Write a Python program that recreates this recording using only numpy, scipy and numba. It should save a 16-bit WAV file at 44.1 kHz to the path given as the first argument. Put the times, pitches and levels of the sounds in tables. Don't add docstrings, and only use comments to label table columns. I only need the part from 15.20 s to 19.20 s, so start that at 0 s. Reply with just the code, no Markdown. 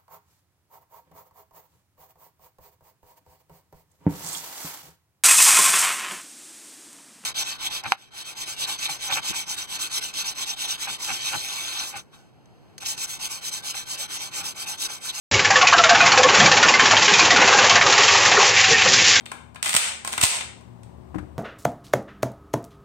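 import sys
import numpy as np
from scipy import signal
from scipy.fft import rfft, irfft
from scipy.io import wavfile
from scipy.ndimage import uniform_filter1d
from numba import njit

SR = 44100
rng = np.random.default_rng(int(sys.argv[2]) if len(sys.argv) > 2 else 0)


def generate_wav(signal):
    frames = np.transpose(np.atleast_2d(signal))
    scaled = np.clip(frames, -1, 1) * 32767
    pcm = np.round(scaled).astype(np.int16)
    wavfile.write(sys.argv[1], SR, pcm)


N = 176400
TIME_S = np.arange(N) / SR


def undb(db):
    return 10 ** (np.asarray(db) / 20)


def unit(x):
    return x / np.sqrt(np.mean(x ** 2) + 1e-18)


def curve(table, column):
    rows = np.array(table)
    return np.interp(TIME_S, rows[:, 0], rows[:, column])


def walk(per_s):
    hold = max(int(SR / per_s), 1)
    steps = np.repeat(rng.standard_normal(N // hold + 1), hold)
    return unit(uniform_filter1d(uniform_filter1d(steps, hold), hold)[:N])


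def colour(x, points):
    hz, db = np.array(points).T
    bins_hz = np.maximum(np.fft.rfftfreq(len(x), 1 / SR), 1)
    return irfft(rfft(x) * undb(np.interp(np.log(bins_hz), np.log(hz), db)), len(x))


def band(x, low_hz, high_hz, order=4):
    return signal.sosfilt(signal.butter(order, [low_hz, high_hz], "band", fs=SR, output="sos"), x)


def crackle(per_s, spread_db, hiss):
    clicks = (rng.random(N) < per_s / SR) * rng.choice([-1, 1], N)
    sizes = undb(spread_db * np.minimum(rng.exponential(size=N), 4))
    return unit(clicks * sizes) + hiss * rng.standard_normal(N)


# time_s, bites_per_s
DRUM_SPEED = [(.12, 18.08), (.5, 17.92), (1, 17.715), (2, 17.68), (2.4, 17.81), (3, 17.86), (4, 17.89)]

def knife_passes(first_bite_s=.136):
    passes = np.cumsum(curve(DRUM_SPEED, 1)) / SR
    return passes - passes[int(first_bite_s * SR)]


# bite_rate_multiple, level_db
DRUM_HUM = [(5, -47.5), (6, -45), (9, -49.5), (14, -56.5), (18, -52), (22, -54.5), (23, -52.5), (28, -43)]
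# time_s, level_db
DRIVE_WHINE = [(.12, -43), (3.25, -55.5), (3.45, -29), (3.7, -37.5), (4, -43)]

def drum(passes, whine_hz=761, rumble_db=-58):
    hum = np.zeros(N)
    for multiple, db in DRUM_HUM:
        level = undb(db + 3.2 * walk(9))
        hum += level * np.sin(2 * np.pi * (multiple * passes + rng.random()) + 1.2 * walk(10))
    wavering_hz = whine_hz * (1 + .004 * walk(25))
    whine = undb(curve(DRIVE_WHINE, 1)) * np.sin(2 * np.pi * np.cumsum(wavering_hz) / SR)
    rumble = undb(rumble_db) * unit(band(rng.standard_normal(N), 25, 130, order=1))
    return np.sqrt(2) * (hum + whine) + rumble


BAND_EDGES = [60, 350, 620, 1500, 3200, 9000]
# time_s, bass_db, low_db, middle_db, upper_db, treble_db
BAND_GAINS = [(0.14, -30, -26, -27, -17.5, -20.5), (0.22, -36.5, -32.5, -25.5, -21, -24),
              (0.43, -38.5, -31, -20.5, -18, -21), (0.46, -40, -26, -18, -20.5, -23),
              (0.47, -56, -36, -23, -17.5, -20.5), (0.58, -37.5, -26, -21.5, -18.5, -20.5),
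              (0.86, -30.5, -33, -15, -16, -19.5), (1.05, -36, -24, -19.5, -23.5, -23.5),
              (1.14, -33, -25.5, -20, -17.5, -21.5), (1.24, -27, -19, -15.5, -16.5, -17.5),
              (1.34, -33.5, -26, -20, -19, -21), (1.98, -33.5, -29, -21.5, -18, -19.5),
              (2.24, -30.5, -23.5, -20, -20, -23), (2.29, -38, -24, -18.5, -20, -21),
              (2.63, -36, -34, -21, -21.5, -23.5), (2.66, -35.5, -25, -22.5, -22, -22.5),
              (2.91, -44, -29, -19.5, -17, -18.5), (3.14, -37, -29, -21.5, -20.5, -20.5),
              (3.19, -37, -20, -14.5, -16, -20), (3.22, -39.5, -22.5, -16.5, -16, -16.5),
              (3.47, -45.5, -37, -30, -18, -20), (3.52, -29, -28, -19, -15, -13.5),
              (3.56, -36, -39, -29, -16, -23.5), (3.6, -38, -33, -25.5, -16, -20),
              (3.67, -30, -34, -20, -15, -21), (3.69, -33.5, -29.5, -30, -22, -18.5),
              (3.93, -45, -38, -30.5, -19, -18.5), (3.98, -35, -37, -30.5, -20, -18)]
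# time_s, bite_gain_db, chip_gain_db
CUTTING_LOAD = [(.12, -7, -3), (.6, -1.5, -7), (1, -0.9, -2.5), (1.6, -3, -4), (2.4, 1.2, 0),
                (3.1, -10.5, -2), (3.4, -14, -2), (4, -7, -0.6)]
# frequency_hz, gain_db
HOUSING_COLOUR = [(60, -30.5), (100, -5.5), (160, -5), (235, -4.5), (280, -12), (318, -4.5), (353, -12.5),
                  (390, -3), (412, 0), (440, -6.5), (500, -3.5), (570, -2.5), (624, -10), (720, -2.5),
                  (830, 6.5), (997, 2), (1100, 5.5), (1530, -6.5), (1800, 0), (2500, -1), (3200, -7.5),
                  (4000, -7.5), (5200, -6.5), (7300, -7.5), (7800, -26.5), (9000, -38.5)]

def chips():
    rattle = colour(crackle(per_s=2400, spread_db=2.5, hiss=1.0), HOUSING_COLOUR)
    rattle *= undb(1.28 * walk(60))
    out = np.zeros(N)
    for k, trim_db in enumerate([0.58, -1.3, -1.6, -1.2, 1.22]):
        gain_db = trim_db + curve(BAND_GAINS, k + 1) + 1.37 * walk(35)
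        out += unit(band(rattle, BAND_EDGES[k], BAND_EDGES[k + 1])) * undb(gain_db)
    return out * undb(curve(CUTTING_LOAD, 2))


# start_s, pitch_hz, level_db, length_s
CHUTE_KNOCKS = [(0.121, 100.7, -27.5, 0.05), (0.302, 800, -16, 0.0077), (0.526, 1210, -3, 0.023),
                (1.185, 180, -21, 0.047), (1.246, 198, -24, 0.021), (1.73, 830, -18, 0.023),
                (2.186, 278, -27, 0.037), (2.216, 845, -13, 0.017), (2.438, 640, -17.5, 0.022),
                (2.949, 950, -14, 0.012), (3.169, 555, -27, 0.011), (3.173, 1260, -11.5, 0.0079),
                (3.499, 119, -31, 0.027), (3.653, 630, -29.5, 0.022), (3.658, 1210, -20, .01)]

def knocks(attack_s=.0017):
    out = np.zeros(N)
    for start_s, hz, db, length_s in CHUTE_KNOCKS:
        age = np.maximum(TIME_S - start_s, 0)
        boom = unit(band(rng.standard_normal(N), hz * 0.78, hz * 1.26, order=3))
        out += undb(db) * boom * np.minimum(age / attack_s, 1) * np.exp(-(age / length_s) ** 2 / 2)
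    return out


# start_s, force_db
ACCENTS = [(0.194, -0.5), (0.246, 4.5), (0.357, 3), (.413, 1.5), (0.47, 4), (0.527, 6), (0.58, -1.5),
           (0.637, 3), (.748, -4), (.805, 0), (.975, 4), (1.031, 4), (1.086, -1), (1.199, 1), (1.258, 0.5),
           (1.427, 5), (1.538, -1.5), (1.595, 6.5), (1.654, -1.5), (1.766, -2), (2.048, -4), (2.215, -1),
           (2.274, -3), (2.328, -3.5), (2.495, 3.5), (2.611, -0.5), (2.663, 2), (2.722, 2.5), (2.833, 1.5),
           (2.88, 3), (2.944, -4.5), (3.058, -1), (3.113, 6), (3.167, 1), (3.439, 9), (3.504, -1.5),
           (3.734, 6.5)]

def knife_strokes(passes, jitter_s=.00074, scatter_db=3.25):
    starts_s = np.interp(np.arange(int(passes[-1]) + 1), passes, TIME_S)
    lateness, strength = rng.standard_normal((len(starts_s), 2)).T
    starts_s += jitter_s * lateness
    forces_db = scatter_db * strength
    for start_s, force_db in ACCENTS:
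        nearest = np.argmin(abs(starts_s - start_s))
        starts_s[nearest], forces_db[nearest] = start_s, force_db
    return starts_s, forces_db


# frequency_hz, gain_db
WOOD_COLOUR = [(60, -28.5), (90, -12.5), (160, -10.5), (270, -5), (320, -2.5), (353, -16.5), (399, 2),
               (440, 7.5), (500, 9.5), (570, -14), (624, -9.5), (710, -3.5), (882, -4), (997, -8.5),
               (1100, 0.5), (1300, -6.5), (1800, -4.5), (2500, -4), (3200, -7.5), (4300, -4), (5300, -4),
               (7200, -6), (7800, -24.5), (9000, -43)]
# attack_s, hold_s, release_s, gain_db
BITE_SHAPE = [(0.037, 0.008, 0.015, 1), (.022, .01, 0.034, -5), (0.0018, 0.019, 0.025, 1.5),
              (0.0011, 0.0099, 0.017, 2.5), (.0028, 0.007, 0.012, 2.16)]

def bites(starts_s, forces_db, resonance_db=5.5):
    splinters = colour(crackle(per_s=4000, spread_db=2.5, hiss=0.83), WOOD_COLOUR)
    size = 4096
    age, bins_hz = np.arange(size) / SR, np.fft.rfftfreq(size, 1 / SR)
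    grid_hz = np.geomspace(100, 9000, 56)
    bands = np.zeros((len(BITE_SHAPE), N + size))
    for start_s, force_db in zip(starts_s, forces_db):
        i = min(int(start_s * SR), N - 1)
        ripple = np.interp(bins_hz, grid_hz, rng.standard_normal(len(grid_hz)))
        board_db = resonance_db * ripple / np.hypot(1, (bins_hz / 3000) ** 2)
        burst = irfft(rfft(np.roll(splinters, -i)[:size]) * undb(board_db))
        for k, (attack_s, hold_s, release_s, _) in enumerate(BITE_SHAPE):
            fall = np.exp(-np.maximum(age - attack_s - hold_s, 0) / release_s)
            envelope = undb(force_db) * np.minimum(age / attack_s, 1) * fall
            bands[k, i:i + size] += unit(band(burst, BAND_EDGES[k], BAND_EDGES[k + 1])) * envelope
    out = np.zeros(N)
    for k, (*_, gain_db) in enumerate(BITE_SHAPE):
        out += unit(bands[k, :N]) * undb(gain_db + curve(BAND_GAINS, k + 1))
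    return out * undb(curve(CUTTING_LOAD, 1))


# peak_s, pitch_hz, relative_level_db, ring_s
BOARD_RINGS = [(.152, 2266, -17.5, 0.0073), (0.252, 1730, -16, 0.0076), (.314, 788, -15.5, 0.015),
               (0.36, 1740, -10, 0.0064), (.368, 1134, -16.5, 0.015), (0.377, 513, -22, 0.021),
               (0.421, 2590, -16.5, 0.011), (0.422, 1423, -17, 0.012), (.434, 1090, -14.5, .012),
               (.439, 734, -15, 0.0091), (.474, 2540, -9.5, .009), (0.545, 1127, -11, .009),
               (0.548, 1604, -9.5, 0.011), (.551, 717, -7.5, 0.0042), (.599, 1337, -13, .011),
               (.607, 692, -17, 0.015), (0.645, 1383, -8, 0.0086), (.659, 653, -18.5, 0.017),
               (.721, 697, -8, 0.014), (0.757, 1470, -18.5, .009), (0.81, 1463, -9.5, .008),
               (.814, 2485, -13.5, .013), (.836, 696, -18.5, 0.025), (1.008, 502, -18.5, 0.024),
               (1.059, 512, -12, 0.0085), (1.208, 1760, -11.5, 0.0088), (1.267, 2310, -13, 0.0095),
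               (1.324, 1785, -18, 0.013), (1.441, 1433, -14.5, 0.011), (1.544, 2095, -11.5, 0.014),
               (1.612, 1053, -15, 0.015), (1.772, 3230, -12.5, 0.0048), (1.905, 409, -25.5, 0.021),
               (2.389, 807, -14, 0.012), (2.565, 1990, -18.5, 0.019), (2.67, 1200, -15.5, 0.0057),
               (2.803, 399, -25.5, 0.023), (3.074, 1254, -16.5, 0.0056), (3.17, 1860, -14, .005),
               (3.186, 425, -16.5, 0.0072), (3.228, 810, -17.5, 0.006), (3.523, 460, -21.5, 0.021),
               (3.551, 1843, -16, 0.013), (3.602, 2683, -20, 0.011), (3.666, 527, -21, 0.0067),
               (3.692, 1850, -22.5, .016)]

def ringing_boards(starts_s, boost_db=3.5, roughness=.23, sag_per_s=.69, attack_s=.00086):
    out, size = np.zeros(N), 6000
    from_peak = (np.arange(size) - size // 2) / SR
    grain = walk(260) + 1j * walk(260)
    for peak_s, hz, db, ring_s in BOARD_RINGS:
        i = int(peak_s * SR) - size // 2
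        struck_s = starts_s[max(np.searchsorted(starts_s, peak_s) - 1, 0)]
        onset = np.clip((from_peak + peak_s - struck_s) / attack_s, 0, 1)
        swell = np.exp(-(from_peak / ring_s) ** 2 / 2)
        fall = np.exp(1 - np.hypot(1, from_peak / ring_s * 1.54))
        phase = 2 * np.pi * (hz * (from_peak - sag_per_s * from_peak ** 2 / 2) + rng.random())
        note = np.real(np.exp(1j * phase) * (1 + roughness * grain[i:i + size]))
        out[i:i + size] += undb(db + boost_db) * onset * np.where(from_peak < 0, swell, fall) * note
    return out


# start_s, pitch_hz, level_db, decay_s
DRY_CRACKS = [(0.193, 1900, -8, 0.0059), (1.086, 2400, -11.5, 0.0065), (1.596, 1770, 0.5, 0.0095),
              (1.854, 2300, -14, 0.015), (1.88, 2400, -11, .012), (2.222, 2060, -7, 0.012),
              (2.612, 1840, -8.5, 0.017), (.975, 2430, -6, 0.0033), (3.058, 1900, -11, 0.0061),
              (3.117, 2320, -12, 0.015), (3.368, 2200, -12, 0.023), (3.392, 2090, -16.5, 0.018),
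              (3.441, 2200, -25, 0.0087), (1.538, 1980, -16, 0.0071), (3.62, 2500, -9.5, .009),
              (3.733, 4530, -11, 0.017), (3.785, 2340, -14.5, 0.023)]

def cracks(edge_ratio=1.3, attack_s=.0004):
    out = np.zeros(N)
    splinters = crackle(per_s=3000, spread_db=0, hiss=.6)
    for start_s, hz, db, decay_s in DRY_CRACKS:
        age = np.maximum(TIME_S - start_s, 0)
        snap = unit(band(splinters, hz / edge_ratio, hz * edge_ratio, order=2))
        out += undb(db) * snap * np.minimum(age / attack_s, 1) * np.exp(-age / decay_s)
    return out


def scene():
    passes = knife_passes()
    starts_s, forces_db = knife_strokes(passes)
    machine = drum(passes) + chips() + knocks()
    cutting = bites(starts_s, forces_db) + ringing_boards(starts_s) + cracks()
    return np.array([machine + cutting] * 2)


@njit
def follow_peaks(x, attack_s, release_s):
    out, level = np.empty(len(x)), 0.
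    for i in range(len(x)):
        lag_s = attack_s if abs(x[i]) > level else release_s
        level += (abs(x[i]) - level) / (lag_s * SR)
        out[i] = level
    return out


def record(dry, start_s=.113, ceiling=.64, clip_level=.86, top_hz=7850):
    fade_in = np.clip((TIME_S - start_s) / .001, 0, 1)
    peak = follow_peaks(dry[0], attack_s=.00025, release_s=.015)
    peak_ahead = np.roll(peak, -16)
    limited = dry / (1 + (peak_ahead / ceiling) ** 4) ** (1 / 4)
    rounded = limited / (1 + (limited / clip_level) ** 6) ** (1 / 6)
    lowpass = signal.ellip(8, .1, 45, top_hz, fs=SR, output="sos")
    return signal.sosfiltfilt(lowpass, rounded * fade_in)


dry = scene()
out = record(dry)
generate_wav(out)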